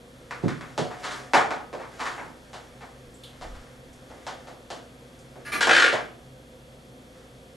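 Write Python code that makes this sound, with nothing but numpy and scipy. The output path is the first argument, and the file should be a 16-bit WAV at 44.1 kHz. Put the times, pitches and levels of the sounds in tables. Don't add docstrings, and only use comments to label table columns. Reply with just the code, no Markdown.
import sys
import numpy as np
from scipy import signal
from scipy.fft import rfft, irfft
from scipy.io import wavfile
from scipy.ndimage import uniform_filter1d

SR = 44100
rng = np.random.default_rng(int(sys.argv[2]) if len(sys.argv) > 2 else 0)


def materialize(psi):
    bounded = np.clip(np.atleast_2d(psi).T, -1, 1)
    quanta = np.round(bounded * 32767).astype(np.int16)
    wavfile.write(sys.argv[1], SR, quanta)


N = 333396

# pitch_hz, width_hz, gain_db
FLOOR_MODES = [(113, 18, -3), (156, 40, 3.5), (250, 30, 1), (315, 180, -3), (405, 54, -10)]


def undb(db):
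    return 10 ** (np.asarray(db) / 20)


def unit(x):
    return x / np.sqrt(np.mean(x ** 2) + 1e-20)


def at_hz(rows, hz):
    row_hz, value = np.transpose(rows)
    return np.interp(np.log(hz + 1), np.log(row_hz + 1), value)


def bins(x):
    return np.fft.rfftfreq(len(x), 1 / SR)


def band(x, lo_hz, hi_hz, order):
    return signal.sosfilt(signal.butter(order, [lo_hz, hi_hz], "band", fs=SR, output="sos"), x)


def resonate(x, modes):
    return sum(undb(db) * signal.lfilter(*signal.iirpeak(hz, hz / width, SR), x)
               for hz, width, db in modes)


def decay(t, t60_s):
    return np.exp(-np.log(1000) * t / t60_s)


def add(out, start_s, x):
    i = int(start_s * SR)
    out[i:i + len(x)] += x[:N - i]


def slips(size, per_s, spread_db):
    impacts = (rng.random(size) < per_s / SR) * rng.choice([-1, 1], size)
    return impacts * undb(spread_db * rng.standard_normal(size))


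def swells(rows):
    t = np.arange(N) / SR
    return np.sqrt(sum((undb(db) * np.exp(-((t - s) / half) ** 2)) ** 2 for s, half, db in rows))


def steady(tones):
    t = np.arange(N) / SR
    return sum(undb(db) * unit(np.sin(2 * np.pi * (hz * t + rng.random()))) for hz, db in tones)


def room(direct_db, build_s=0.0005):
    # frequency_hz, t60_s
    reverb_times = [(100, 0.94), (260, 0.64), (700, 0.37), (1800, 0.42), (4800, 0.35), (11000, 0.33)]
    t = np.arange(SR) / SR
    edges, hz = np.geomspace(40, 16000, 9), bins(t)
    noise = rfft(rng.standard_normal(SR))
    tail = sum(irfft(noise * (hz >= lo) * (hz < hi), SR) * decay(t, at_hz(reverb_times, np.sqrt(lo * hi)))
               for lo, hi in zip(edges, edges[1:]))
    tail *= 1 - np.exp(-t / build_s)
    tail /= np.linalg.norm(tail)
    tail[0] += undb(direct_db)
    return tail


def in_room(x, direct_db):
    return signal.fftconvolve(x, room(direct_db))[:len(x)]


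def room_tone(air_db=-53):
    # frequency_hz, relative_db
    air_spectrum = [(18, -56), (30, -8), (48, -11), (86, -12.5), (116, -9.5), (207, -7.5), (246, -10),
                    (317, -9.5), (761, -13.5), (821, -24), (885, -21), (2180, -27), (3430, -27.5),
                    (12000, -34.5), (15600, -66), (22000, -120)]
    # pitch_hz, width_hz, level_db
    casing_hum = [(130, 5.1, -58), (260.8, 5.8, -62), (476.7, 7.2, -63.5), (520, 31, -58.5)]
    # pitch_hz, level_db
    motor_tones = [(59.2, -60.5), (86, -69), (118.4, -64), (239.8, -60)]
    # pitch_hz, level_db
    whine_tones = [(3268, -73.5), (3499, -76.5), (3558, -76.5), (4317, -77), (11343, -81)]
    noise = rng.standard_normal(N)
    hz = bins(noise)
    air = unit(irfft(rfft(noise) * undb(at_hz(air_spectrum, hz)), N)) * undb(air_db)
    drive = rfft(rng.standard_normal(N))
    hum = sum(undb(db) * unit(irfft(drive * np.exp(-((hz - pitch) / width) ** 2), N))
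              for pitch, width, db in casing_hum)
    return air + hum + steady(motor_tones) + steady(whine_tones)


def rustle(rest_db=-67.5):
    # middle_s, half_length_s, relative_db
    reaches = [(.7, 0.57, -55), (1.11, 0.15, -43), (2.08, 0.17, -45), (2.65, 0.43, -59), (3.5, 0.34, -56),
               (4.25, 0.3, -55.5), (5.3, 0.75, -62), (7.2, 0.085, -59)]
    grains = slips(N, per_s=2500, spread_db=2.4)
    cloth = band(grains, 310, 2010, order=2) + undb(-11.5) * band(grains, 1200, 6800, order=2)
    movement = np.hypot(swells(reaches), undb(rest_db))
    return in_room(unit(cloth) * movement, direct_db=0.5) * undb(-3.5)


def knock_colour(level_db, body_hz, crack_db, even_hz=883, thud_db=-20, tick_db=-7.5):
    clack_over_body_db = 11.5 * np.log2(body_hz / even_hz)
    body_db = -20 * np.log10(np.hypot(1, undb(clack_over_body_db)))
    return level_db + np.array([thud_db, body_db, body_db + clack_over_body_db,
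                                crack_db, crack_db + tick_db])


def knock(contact_ms, body_hz, band_db, ring_db=-8.5, body_width_hz=220):
    # pitch_hz, relative_db, t60_s
    wood_modes = [(360.5, 0.5, 0.14), (448, 6, 0.49), (569.5, 8.5, 0.35), (735.6, 10, 0.29), (852, 2, 0.14),
                  (992, -12, 0.1), (1173, -10, 0.51), (1262, -10, 0.69), (1480, -6.5, 0.47),
                  (1780, -6, 0.38), (2646, 5, 0.095)]
    band_edges = [100, 300, 1000, 2650, 6000, 12500]
    t = np.arange(SR) / SR
    blow = room(direct_db=-6 - contact_ms, build_s=contact_ms / 1000)
    ring = sum(undb(db + rng.standard_normal()) * np.sin(2 * np.pi * (hz * t + rng.random()))
               * decay(t, t60) for hz, db, t60 in wood_modes)
    ring *= 1 - np.exp(-t / 0.002)
    thud = resonate(blow * np.exp(-t / 0.15), FLOOR_MODES)
    body = resonate(blow, [(body_hz, body_width_hz, 0)]) + undb(-12) * blow
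    attack = slice(int(.07 * SR))
    out = 0
    for k, (source, db) in enumerate(zip([thud, body, blow, blow, blow], band_db)):
        lo, hi = band_edges[k:k + 2]
        part = unit(band(source, lo, hi, order=4))
        if k in (1, 2):
            part = part + undb(ring_db) * unit(band(ring, lo, hi, order=4))
        if k >= 2:
            part = band(part, lo / 2, min(0.56 * (lo + hi), 7500), order=2)
        out = out + undb(db) * part / np.std(part[attack])
    return out


def knocks_and_slaps():
    # start_s, level_db, contact_ms, pitch_hz, crack_over_level_db
    contacts = [(0.309, -38, .8, 1430, -13.5), (0.429, -38.5, 8, 425, -20.5),
                (0.482, -38, 0.55, 1900, -10.5), (0.610, -43.5, 0.67, 1460, -13.5),
                (0.778, -29.5, 1.7, 554, -10), (0.907, -43, 4.8, 890, -16), (1.034, -36, 12, 1260, -6),
                (1.11, -40, 4.5, 1260, -5), (1.335, -17.5, 4.8, 806, -14.5),
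                (1.507, -31.5, 0.66, 810, -15.5), (1.729, -36.5, 3.5, 500, -18.5),
                (1.789, -43.5, 22, 905, -15.5), (1.995, -34.5, 10.5, 1020, -10),
                (2.056, -34.5, 4, 1210, -11), (2.180, -39.5, 4.5, 900, -32), (2.532, -44, 5, 755, -7),
                (2.809, -47, 6, 805, -14), (3.412, -42.5, 5.4, 670, -10), (3.553, -55.5, 1.2, 1150, -8),
                (4.102, -49.5, 3.6, 604, -16), (4.267, -37.5, 3, 730, -8.5), (4.472, -46, 3.5, 630, -12.5),
                (4.703, -40, 2.6, 630, -6.5), (5.357, -49, 3.6, 484, -20), (5.608, -33, 4.7, 1000, 1.5),
                (5.671, -23.5, .8, 730, -11.5), (5.928, -27, 1.4, 610, -15)]
    # start_s, pitch_hz, t60_s, level_db
    rail_rings = [(0.779, 728, 2.2, -38.5)]
    out, t = np.zeros(N), np.arange(SR) / SR
    for start_s, level_db, contact_ms, body_hz, crack_db in contacts:
        add(out, start_s, knock(contact_ms, body_hz, knock_colour(level_db, body_hz, crack_db)))
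    for start_s, hz, t60, db in rail_rings:
        add(out, start_s, undb(db) * np.sin(2 * np.pi * hz * t) * decay(t, t60))
    return out


def footfalls(push_s=0.056, linger_db=-12):
    # start_s, level_db
    steps = [(0.437, -25), (0.788, -32.5), (2.224, -52)]
    out, t = np.zeros(N), np.arange(SR) / SR
    for start_s, db in steps:
        push = room(direct_db=-8, build_s=0.0041) * (np.exp(-t / push_s) + undb(linger_db))
        boom = band(resonate(push, FLOOR_MODES), 89, 487, order=3)
        add(out, start_s, undb(db) * boom / np.std(boom[:SR // 14]))
    return out


def handling():
    # middle_s, half_length_s, level_db
    grips = [(3.08, .04, -55), (3.52, 0.098, -43), (3.95, 0.34, -63)]
    return unit(band(rng.standard_normal(N), 8.2, 60, order=2)) * swells(grips)


def clinks(tick_db=-15):
    # start_s, pitch_hz, width_hz, level_db
    touches = [(3.141, 7900, 1500, -61.5), (3.236, 3580, 1170, -49.5), (3.930, 7100, 4000, -63.5),
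               (5.190, 7000, 4000, -64)]
    out = np.zeros(N)
    for start_s, hz, width, db in touches:
        tap = room(direct_db=-11)
        ring = band(tap, hz - width / 2, hz + width / 2, order=2)
        ring += undb(tick_db) * band(tap, 6000, 12500, order=2)
        add(out, start_s, undb(db) * ring / np.std(ring[:SR // 14]))
    return out


def blade_flexes(hiss_db=-29):
    # start_s, length_s, level_db
    flexes = [(5.446, 0.035, -40), (5.516, 0.046, -29)]
    # pitch_hz, width_hz, gain_db
    blade_modes = [(560, 880, -10.5), (1210, 42, 1), (1410, 78, 0), (1670, 120, 1.5), (2020, 49, -5),
                   (2283, 37, -0.5), (4030, 75, -13), (4140, 110, -14), (9300, 590, -16.5)]
    out, t = np.zeros(N), np.arange(SR) / SR
    for start_s, length_s, db in flexes:
        burst = np.exp(-(t / length_s) ** 2) * (1 - np.exp(-t / 0.005))
        chatter = slips(SR, per_s=4400, spread_db=7.4) * burst
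        ring = in_room(resonate(chatter, blade_modes) + undb(hiss_db) * chatter, direct_db=-11.5)
        add(out, start_s, undb(db) * ring / np.std(ring[:SR // 12]))
    return out


def blade_motion(attack_s=0.0039, release_s=0.027):
    # start_s, length_s, relative_db
    runs = [(5.607, 0.015, -15.5), (5.69, 0.17, -15)]
    t = np.arange(N) / SR
    return sum(undb(db) * np.clip((t - start_s) / attack_s, 0, 1)
               * np.exp(-np.maximum(t - start_s - length_s, 0) / release_s)
               for start_s, length_s, db in runs)


def rewind(reel_hz=62, flutter=0.69, slap_db=-9):
    # pitch_hz, width_hz, gain_db
    case_modes = [(510, 290, 1.5), (1534, 290, 6.5), (1610, 170, 7.5), (1630, 770, 2), (2200, 150, -4),
                  (2800, 910, -7), (4070, 600, -56), (7150, 1800, -38)]
    speed_wander = unit(uniform_filter1d(rng.standard_normal(N), SR // 20))
    turns = np.cumsum(reel_hz * (1 + .2 * speed_wander)) / SR
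    scrape = slips(N, per_s=4500, spread_db=3.2) * (1 + flutter * np.sin(2 * np.pi * turns))
    rattle = unit(resonate(scrape, case_modes) + undb(-46) * scrape)
    strength = undb(3 * rng.standard_normal(int(turns[-1]) + 1))[turns.astype(int)]
    slaps = rng.standard_normal(N) * strength * np.exp(-(turns % 1) / .12)
    rattle += undb(slap_db) * unit(band(slaps, 1600, 3600, order=1))
    rattle = band(rattle, 300, 9800, order=3)
    softened = band(rattle, 30, 4360, order=1)
    return in_room(softened * blade_motion(), direct_db=0) * undb(-5)


def two_ports(x, diffuse, scatter_db=-9, stereo_top_hz=4100):
    # frequency_hz, left_minus_right_db, left_lead_rad
    port_balance = [(50, 2, -0.8), (170, -8.5, -1), (377, -4, -0.87), (830, 1.5, -0), (2000, -0.4, -0.28)]
    # frequency_hz, side_minus_mid_db
    diffuse_width = [(50, -25), (120, -22), (240, -15), (450, -15.5), (900, -0.5), (1600, 1), (3400, 1)]
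    hz, spectrum, ports = bins(x), rfft(x), np.array(port_balance)
    left_gain = undb(at_hz(ports[:, :2], hz) / 2) * np.exp(.5j * at_hz(ports[:, ::2], hz))
    right_gain = 1 / left_gain
    t = np.arange(SR // 4) / SR
    echoes = rng.standard_normal(len(t)) * np.exp(-t / .04)
    scatter = undb(scatter_db) * rfft(echoes / np.linalg.norm(echoes), N) * np.minimum(hz / 200, 1)
    mid = irfft(spectrum * (left_gain + right_gain) / 2, N)
    side_spectrum = spectrum * ((left_gain - right_gain) / 2 + scatter)
    side_spectrum += rfft(diffuse) * undb(at_hz(diffuse_width, hz))
    side = irfft(side_spectrum * np.clip(1 - (hz / stereo_top_hz) ** 6, 0, 1), N)
    return np.array([mid + side, mid - side])


def scene():
    man = knocks_and_slaps() + footfalls() + clinks() + blade_flexes() + rewind() + rustle()
    return two_ports(man, diffuse=room_tone()) + room_tone() + handling()


def record(dry, drive=0.45, makeup_db=0.58, top_hz=12100):
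    peak = drive * np.abs(dry).max(axis=0) + 1e-9
    rounded = dry * np.tanh(peak) / peak * undb(makeup_db)
    return signal.sosfilt(signal.ellip(10, .2, 80, top_hz, fs=SR, output="sos"), rounded)


dry = scene()
out = record(dry)
materialize(out)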